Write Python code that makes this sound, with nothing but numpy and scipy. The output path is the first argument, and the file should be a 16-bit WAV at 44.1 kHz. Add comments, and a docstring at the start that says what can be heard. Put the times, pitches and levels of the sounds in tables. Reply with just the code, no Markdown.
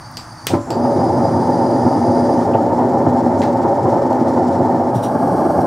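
"""A hand torch hisses and clicks at the mouth of a small propane forge on a workshop bench.
The gas catches with a whoomph, nearly dies, then settles into a roar: turbulent combustion excites
standing waves in chamber and room, over the hiss of the gas jet. The torch is shut off, things are
handled nearby, and at the end the roar is heard from beside the forge."""
import sys
import numpy as np
from scipy import signal
from scipy.fft import rfft, irfft
from scipy.io import wavfile
from scipy.ndimage import uniform_filter1d, minimum_filter1d

SR = 44100
rng = np.random.default_rng(int(sys.argv[2]) if len(sys.argv) > 2 else 0)


def materialize(psi):
    """Save the field psi as 16-bit PCM at rate SR to the path in sys.argv[1].

    A 1-D psi becomes a single channel; in a 2-D psi each row is a channel.
    """
    bounded = np.clip(np.atleast_2d(psi).T, -1, 1)
    quanta = np.round(bounded * 32767).astype(np.int16)
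    wavfile.write(sys.argv[1], SR, quanta)


N = 249606
TIME = np.arange(N) / SR
FREQ = np.maximum(np.fft.rfftfreq(N, 1 / SR), 1)
FIRE_START_S, FIRE_GROW_S = 0.66, 0.078  # the steady fire takes hold

# Spectral envelope of the roar, in front and at the side. Each row: frequency in Hz, level in dB.
ROAR_SPECTRUM_FRONT = [(30, -23), (65, -31), (95, 4.5), (280, 1.5), (470, -6.5), (880, -2.5), (1080, -20),
                       (1450, -29.5), (1950, -39), (2600, -53.5), (3000, -52), (6000, -68.5)]
ROAR_SPECTRUM_SIDE = [(30, -47), (65, -36), (95, -13), (280, -1), (470, -9), (850, -3), (1000, -13),
                      (1650, -27), (1900, -40), (2600, -57), (3000, -59), (6000, -78)]
# Peaks and nulls of standing waves at the two places. Each row: centre in Hz, width in Hz, gain in dB.
STANDING_WAVES_FRONT = [(78.4, 10, 2), (153, 16.7, -9.5), (207, 23.3, -23), (250, 17, 1.5), (291, 23, -7.5),
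                        (374, 30, 3), (395.7, 16.3, -12.5), (407.5, 7.4, 3), (471, 24, -8),
                        (524, 10.5, -22), (544, 55, 5.5), (584.6, 19, 4), (604, 15, -26), (625.5, 5.9, -4),
                        (663, 8.4, -6.5), (680.5, 27, 1), (719, 10.3, -4.5), (745, 17.4, -10), (791, 21, 2),
                        (839.3, 15.4, -12), (870, 14, -5), (906, 40, 1.5), (942, 13, -3), (999, 16, -14.5),
                        (1031, 34, 3.5), (1056, 22, -9), (1163, 12, 6.5), (1268, 41, 5.5), (1784, 80, 4.5)]
STANDING_WAVES_SIDE = [(86.5, 34, 3.5), (292, 23, 0), (432, 20, -6), (582, 16, 9.5), (624, 17, -8),
                       (666, 50, 4.5), (780, 14, 3.5), (970, 46, -19), (1325, 170, -3.5), (1524, 41, -7),
                       (1950, 170, -14), (2200, 150, 7)]
def roar(spectrum, waves, gust, body_db=-14.5, split_hz=195):
    """Combustion noise: unevenly burning eddies excite standing waves, in a flare, then a steady fire."""
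    pressure = rfft(colour(noise(), spectrum, waves))
    bass = 1 / (1 + (FREQ / split_hz) ** 16)
    body = unit(irfft(pressure * (1 - bass), N) * undb(-0.16 * gust + walk(23.6)))
    rumble = unit(irfft(pressure * bass, N))
    ignition = flare()
    fire = settle(FIRE_START_S, FIRE_GROW_S)
    body_gain = (ignition + fire * undb(body_db)) * undb(sputtering())
    rumble_gain = ignition * undb(-9) + fire * undb(lapping())
    return body * body_gain + rumble * rumble_gain


def flare(catch_s=0.4904, db=-19.5, attack_s=0.013, hold_s=0.059, t60=0.28):
    """Ignition transient, as a gain: the gas catches, swells, holds and burns out exponentially."""
    return undb(db) * ramp(catch_s, attack_s) * decay(catch_s + attack_s + hold_s, t60)


# Pockets of gas that burn at once. Each row: start in seconds, lift of the roar in dB.
GAS_POCKETS = [(0.705, 6.5), (0.841, 7), (0.88, 0), (1.184, 0), (1.408, 0), (1.862, 7), (2.018, 2.5),
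               (2.172, 7.5), (2.292, 9), (2.548, 9), (2.794, 6.5), (3.064, 9.5), (3.145, 2), (3.263, 7.5),
               (3.637, 8.5), (3.851, 5), (3.925, 8), (4.019, 2), (4.375, 9.5), (4.743, 5), (5.419, 5),
               (5.538, 1.5)]
def sputtering(t60=0.073, gather_s=0.014, falter=0.08):
    """Unsteady heat release, as a lift in dB: the roar dips as a pocket gathers and jumps as it burns."""
    lift_db = 0
    for start, db in GAS_POCKETS:
        gathering = (TIME < start) * swell(start - gather_s, gather_s)
        lift_db += db * (fade(start, t60) - falter * gathering)
    return uniform_filter1d(lift_db, size=SR // 300)  # a pocket takes a few milliseconds to burn


# Tongues of flame that puff out of the mouth. Each row: peak time in seconds, lift of the rumble in dB.
FLAME_PUFFS = [(0.997, 9), (1.859, 10), (2.077, 5.5), (2.374, 4), (3.074, 12), (3.35, 6.5), (3.854, 6),
               (4.501, 3), (4.626, 5), (4.963, 12.5), (5.338, 7), (5.596, 6.5)]
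def lapping(base_db=-27, feed_db=5.5, puff_s=0.022):
    """Flame pulsating at the mouth radiates bass; this is the level of that rumble in dB."""
    torch_feed_db = feed_db * swell(1.34, 0.21)  # the passing torch adds gas
    return base_db + torch_feed_db + sum(db * swell(peak, puff_s) for peak, db in FLAME_PUFFS)


def howl(hz=245, wander_hz=8, db=-24.5, lull_s=4.0, lull_db=-7):
    """Driven resonance: the fire sustains the chamber's main mode, a restless note with one lull."""
    phase = 2 * np.pi * np.cumsum(hz + wander_hz * walk(25)) / SR
    level_db = db - 0.5 * walk(16) + lull_db * swell(lull_s, 0.32)
    return unit(np.sin(phase)) * settle(FIRE_START_S, FIRE_GROW_S) * undb(level_db)


# Spectrum of the flare as it leaves the mouth. Each row: frequency in Hz, level in dB.
BARK_SPECTRUM = [(60, -38), (110, -6), (170, -11), (240, 8), (360, 15), (470, -3), (900, 2), (1400, -7),
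                 (2300, -9), (3000, -42), (8000, -40)]
# Chamber modes that the flare rings. Each row: frequency in Hz, level in dB, 60 dB decay time in seconds.
CHAMBER_MODES = [(103.5, -17, 0.38), (245, -17.5, 0.35), (280.4, -15.5, 0.32), (310, -4, .04),
                 (331, -11.5, 0.26), (360, -24, 0.18), (578, -18.5, 0.4), (807, -20, 0.13), (910, -16, .07),
                 (1022, -21.5, 0.33), (1206, -29, 0.27), (1310, -31, .2)]
def whoomph(start=0.5345, db=-15.5, t60=0.13, rise_s=0.003):
    """Impulse excitation: the flame front bursts out with a bark and leaves the chamber ringing."""
    bark = undb(db) * fade(start, t60) * unit(colour(noise(), BARK_SPECTRUM))
    modes = sum(undb(mode_db) * ringing(start, hz, ring_s) for hz, mode_db, ring_s in CHAMBER_MODES)
    burst = (bark + modes) * ramp(start, rise_s)
    return signal.sosfilt(signal.butter(3, 70, "high", fs=SR, output="sos"), burst)


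# Spectrum of the burner's jet, in front and at the side. Each row: frequency in Hz, level in dB.
JET_SPECTRUM_FRONT = [(300, -9), (2000, 9.5), (2800, -9.5), (4700, 3.5), (7300, -1.5), (9500, -7),
                      (12500, -15), (15000, -31)]
JET_SPECTRUM_SIDE = [(300, -20), (2000, 3), (3700, -2.5), (4600, 5.5), (7000, 1), (10000, 0.5), (12300, -3),
                     (14000, -11), (16000, -15)]
# Peaks and nulls of the burner tube at the two places. Each row: centre in Hz, width in Hz, gain in dB.
TUBE_MODES_FRONT = [(2730, 200, -5), (3080, 180, 6), (3400, 110, 5.5), (3750, 100, 2.9), (4400, 150, 1.5),
                    (5340, 260, 4.3), (7200, 500, 1), (8500, 160, 2)]
TUBE_MODES_SIDE = [(2550, 160, -9), (3280, 280, 5), (3650, 300, -3), (4290, 200, 3), (4880, 250, 4),
                   (5130, 200, -5), (5570, 450, 5), (7080, 300, -4), (8570, 200, 4)]
# Faint spits of the jet. Each row: peak time in seconds, lift of the hiss in dB.
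JET_SPITS = [(2.43, 5), (3.215, 2), (3.91, 3), (4.3, 4.5), (4.365, 2.5), (4.48, 3), (4.535, 3)]
def jet(spectrum, tube, gust, flutter_db, db=-47.5, unlit_db=-10, spit_s=0.026):
    """Jet noise filtered by the burner tube: it grows as the fire takes hold, flutters and spits."""
    hiss = unit(colour(noise(wide_db=-5), spectrum, tube))
    onset_db = unlit_db * (1 - ramp(FIRE_START_S, 0.26))
    spits_db = sum(lift * swell(peak, spit_s) for peak, lift in JET_SPITS)
    return hiss * undb(db + onset_db + spits_db + flutter_db * gust + walk(30))


def orifice(hz=8570, width_hz=45, db=-63):
    """Aerodynamic whistle: gas sings thinly through the burner's orifice."""
    return undb(db) * whistle(hz, width_hz, waver=0.002)


# Spectrum of the torch's hiss. Each row: frequency in Hz, level in dB.
TORCH_SPECTRUM = [(500, -29), (2900, -12), (3900, -5), (5000, 1.5), (6300, 3.5), (7500, -11.5), (8700, -2),
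                  (10500, -13), (15000, -28)]
# Nozzle resonances, lit and blown out. Each row: centre in Hz, width in Hz, gain in dB.
NOZZLE_MODES_LIT = [(4910, 700, 7), (9400, 600, 8.5)]
NOZZLE_MODES_COLD = [(5440, 500, 3.3), (7370, 1000, 20), (10300, 800, 14)]
# Nozzle whistles. Each row: pitch in Hz, shift on warming in Hz, width in Hz, level over the hiss in dB.
NOZZLE_WHISTLES = [(4660, 239.5, 150, -1.5), (9350, -59.5, 220, -18)]
def torch(blown_s=0.51, relit_s=0.705, shut_s=2.33, lit_db=-49.5, growth_db_per_s=1.4, unlit_db=-49):
    """Flow noise excites the nozzle's resonances; the torch is blown out by the flare, relit and shut."""
    lit = 1 - ramp(blown_s, 0.11) + ramp(relit_s, 0.11)
    warmth = settle(relit_s, 0.093)
    sag_hz = 60 * np.maximum(TIME - relit_s, 0)
    whistles = sum(undb(db) * whistle(hz + shift * warmth - sag_hz, width)
                   for hz, shift, width, db in NOZZLE_WHISTLES)
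    whistles *= 1 - ramp(shut_s, 0.06)  # they stall first as the pressure drops
    hiss = unit(colour(noise(), TORCH_SPECTRUM, NOZZLE_MODES_LIT))
    hot = (hiss + whistles) * undb(lit_db + growth_db_per_s * TIME)
    cold = unit(colour(noise(), TORCH_SPECTRUM, NOZZLE_MODES_COLD)) * undb(unlit_db)
    flow = 1 - ramp(shut_s, 0.24)
    return (lit * hot + (1 - lit) * cold) * flow * undb(0.6 * walk(19))


# Snaps of trigger and igniter. Each row: start in seconds, level in dB, share of hard crack from 0 to 1.
TORCH_SNAPS = [(0.1705, -22, 0.07), (0.4687, -8.5, 0.97), (0.4696, -19, 0.9), (0.4725, -41, 0.8),
               (0.657, -47, .9), (0.7047, -24, 0.04)]
# Resonances of the torch's body. Each row: centre in Hz, width in Hz, gain in dB.
TORCH_BODY_MODES = [(2700, 700, 1), (4720, 890, 13.5), (5370, 540, 5), (7700, 1200, 11), (12700, 2000, 10),
                    (15100, 700, 7)]
# Spectra of a soft tick, a hard crack and the room's dulling. 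Each row: frequency in Hz, gain in dB.
TICK_SPECTRUM = [(40, -30), (200, 6), (1200, 2), (3000, 0), (6000, -3), (9000, -6), (12000, -11),
                 (15000, -22)]
CRACK_SPECTRUM = [(40, -35), (200, 0), (800, -1.5), (3000, -1), (5500, -3), (7200, -6), (8500, -1.5),
                  (11200, -12), (13300, -11.5), (15000, -11)]
TAIL_FILTER = [(6000, 0.5), (10000, -4.5), (15000, -7)]
def clicks(snap_t60=0.0076, tail_t60=0.26, ping_hz=4700, ping_t60=0.2):
    """Impact noise: each snap pings the torch or cracks broadly, then reverberates with a duller tail."""
    tick = unit(colour(noise(wide_db=2), TICK_SPECTRUM, TORCH_BODY_MODES))
    crack = unit(colour(noise(wide_db=2), CRACK_SPECTRUM))
    snaps, tails = 0, 0
    for start, db, hard in TORCH_SNAPS:
        burst = undb(db) * (np.sqrt(1 - hard) * tick + np.sqrt(hard) * crack)
        ping = (1 - hard) * undb(db - 9) * ringing(start, ping_hz, ping_t60)
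        snaps += burst * fade(start, snap_t60) + ping
        tails += burst * fade(start, tail_t60) * undb(-9 - 7 * hard)
    return snaps + colour(tails, TAIL_FILTER)


# Ticks, knocks and scuffs nearby. Each row: start in seconds, level in dB, centre in Hz, width in Hz,
# rise in seconds, 60 dB decay time in seconds, metallic ring from 0 to 1.
CONTACTS = [(0.1133, -43, 13500, 8000, .0004, .014, 0), (2.535, -37, 2760, 600, 0.0023, 0.1, .1),
            (3.362, -44, 6550, 3300, 0.033, 0.33, 0.1), (3.393, -49, 7000, 6000, .0003, 0.02, 0),
            (3.4181, -27, 3100, 3200, 0.0005, 0.011, 0), (3.419, -31.5, 1850, 800, 0.001, 0.25, 0.1),
            (3.419, -38.5, 4350, 3400, 0.0048, 0.33, 0.1), (3.4363, -33, 4500, 7000, .0003, 0.0092, 0.1),
            (4.127, -40.5, 3000, 6000, .002, .05, 0), (4.94, -40, 6000, 16000, 0.017, 0.28, 1),
            (5.021, -34.5, 5500, 13100, 0.017, 0.2, 1)]
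# Resonances of the metal that is touched. Each row: centre in Hz, width in Hz, gain at full ring in dB.
METAL_MODES = [(3370, 2500, 8), (4600, 730, -5), (5770, 260, 13), (9150, 2000, 6.5)]
def handling():
    """Impact and friction: each light contact excites one band of noise, coloured by the metal's modes."""
    contacts = 0
    for start, db, hz, width, rise, t60, metallic in CONTACTS:
        resonance = 1 / (1 + 1j * (FREQ ** 2 - hz ** 2) / (FREQ * width))
        band = irfft(rfft(noise()) * resonance ** 2, N)
        modes = [(centre, spread, metallic * gain) for centre, spread, gain in METAL_MODES]
        rub = unit(colour(band, [(1000, 0.22), (15000, -1.1)], modes))
        contacts += undb(db) * ramp(start, rise) * decay(start + rise, t60) * rub
    return contacts


def room(x, wet_db=-6, t60=0.12):
    """Interference: reflections off bench and walls add to the direct sound and ripple its treble."""
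    response = (noise() * fade(0.0015, t60))[:, :SR // 2]
    response /= np.sqrt(np.sum(response ** 2) / 2)
    reflections = signal.fftconvolve(x, response, axes=1)[:, :N]
    return x + undb(wet_db) * colour(reflections, [(950, -24), (1700, 0)])


# Spectrum of unlit gas and air rushing through the chamber. Each row: frequency in Hz, level in dB.
DRAUGHT_SPECTRUM = [(100, -0.5), (420, -10), (650, 0), (900, 3.5), (1300, 1), (1900, -9), (2400, -19.5),
                    (3000, -27.5), (6000, -48)]
def draught(db=-37.5):
    """Cavity resonance: air drawn through the chamber stirs its low modes."""
    modes = [(244, 24, 15.5), (315, 53, 14.3), (870, 75, 3.5)]
    return undb(db) * unit(colour(noise(), DRAUGHT_SPECTRUM, modes))


# Spectrum of the workshop's drone. Each row: frequency in Hz, level in dB.
DRONE_SPECTRUM = [(20, -48), (45, -17), (90, -5.5), (116, 3), (170, -7), (210, -14), (300, -23), (430, -32),
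                  (2000, -47)]
def workshop(drone_db=-39, hum_hz=115, hum_db=-43):
    """Ambient noise: a low broadband drone with a pure hum superposed."""
    drone = unit(colour(noise(), DRONE_SPECTRUM))
    return undb(drone_db) * drone + undb(hum_db) * np.sin(2 * np.pi * hum_hz * TIME)


# How much left and right differ. Each row: frequency in Hz, side level relative to mid in dB.
STEREO_SPREAD = [(40, -16), (100, -24), (200, -24), (400, -20), (700, -17), (1300, -13), (2400, -12),
                 (6000, -20), (9500, -11)]
def noise(wide_db=0):
    """Partial coherence: white noise at two close points is nearly alike; wide_db adds difference."""
    mid, side = rng.standard_normal((2, N))
    return mid + undb(wide_db) * colour(side, STEREO_SPREAD) * np.array([[1], [-1]])


def colour(x, outline, peaks=()):
    """Spectral shaping by an outline of (Hz, dB) points, plus (Hz, width in Hz, dB) peaks and nulls."""
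    hz, db = np.transpose(outline)
    gain_db = np.interp(np.log(FREQ), np.log(hz), db)
    for centre, width, height in peaks:
        gain_db += height * 0.5 ** ((2 * (FREQ - centre) / width) ** 2)
    return irfft(rfft(x) * undb(gain_db), N)


def whistle(hz, width_hz, waver=0.0084, flicker_db=1.5):
    """Quadrature modulation: a narrow band of noise flickers around a wavering pitch."""
    phase = 2 * np.pi * np.cumsum(hz * (1 + waver * walk(5.3))) / SR
    band = walk(width_hz) * np.cos(phase) + walk(width_hz) * np.sin(phase)
    return unit(band * undb(flicker_db * walk(12)))


def ringing(start, hz, t60, waver=0.0051):
    """Damped free vibration: a struck mode dies away, slightly unsteady in pitch."""
    age = np.maximum(TIME - start, 0)
    drift_s = waver * np.cumsum(walk(37) * (age > 0)) / SR
    return fade(start, t60) * np.sin(2 * np.pi * hz * (age + drift_s))


def walk(fast_hz, slow_hz=9):
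    """Random flutter of rms 1: noise rolled off below slow_hz and above fast_hz."""
    band = FREQ ** 2 / (FREQ ** 2 + slow_hz ** 2) / (1 + (FREQ / fast_hz) ** 4)
    return unit(irfft(rfft(rng.standard_normal(N)) * band, N))


def decay(start, t60):
    """Exponential damping: 1 until start, then down 60 dB every t60 seconds."""
    return np.exp(-np.log(1000) * np.maximum(TIME - start, 0) / t60)


def fade(start, t60):
    """Impulse envelope: silence until start, then exponential decay."""
    return (TIME >= start) * decay(start, t60)


def ramp(start, length):
    """Linear rise from 0 at start to 1."""
    return np.clip((TIME - start) / length, 0, 1)


def settle(start, lag):
    """First-order lag from 0 at start towards 1."""
    return 1 - np.exp(-np.maximum(TIME - start, 0) / lag)


def swell(middle, width):
    """Gaussian pulse of height 1."""
    return np.exp(-((TIME - middle) / width) ** 2)


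def undb(db):
    """Decibels to amplitude gain."""
    return 10 ** (np.asarray(db) / 20)


def unit(x):
    """Normalisation to rms 1."""
    return x / np.sqrt(np.mean(x ** 2))


def scene(move_start_s=4.73, move_end_s=5.28):
    """Superposition of all sources; the sound in front of the forge crossfades to that at its side."""
    gust = walk(26)  # one turbulence modulates both roar and jet
    front_roar = roar(ROAR_SPECTRUM_FRONT, STANDING_WAVES_FRONT, gust)
    front_jet = jet(JET_SPECTRUM_FRONT, TUBE_MODES_FRONT, gust, flutter_db=1.2)
    front = room(front_roar + front_jet + torch() + howl())
    side_roar = roar(ROAR_SPECTRUM_SIDE, STANDING_WAVES_SIDE, gust)
    side_jet = jet(JET_SPECTRUM_SIDE, TUBE_MODES_SIDE, gust, flutter_db=0.6)
    side = room(side_roar + side_jet + orifice())
    moved = ramp(move_start_s, move_end_s - move_start_s)
    forge = (1 - moved) * front + moved * side
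    return forge + whoomph() + clicks() + handling() + draught() + workshop()


def record(dry, low_hz=33, top_hz=15600):
    """Band and peak limiting: the deepest bass and the top are cut, and peaks past full scale ducked."""
    sound = signal.sosfilt(signal.butter(3, low_hz, "high", fs=SR, output="sos"), dry)
    sound = signal.sosfilt(signal.ellip(10, 0.1, 80, top_hz, fs=SR, output="sos"), sound)
    peak = np.maximum(np.abs(sound).max(axis=0), 1)
    gain = minimum_filter1d(1 / peak, size=SR // 100)
    return sound * uniform_filter1d(gain, size=SR // 100)


dry = scene()
out = record(dry)
materialize(out)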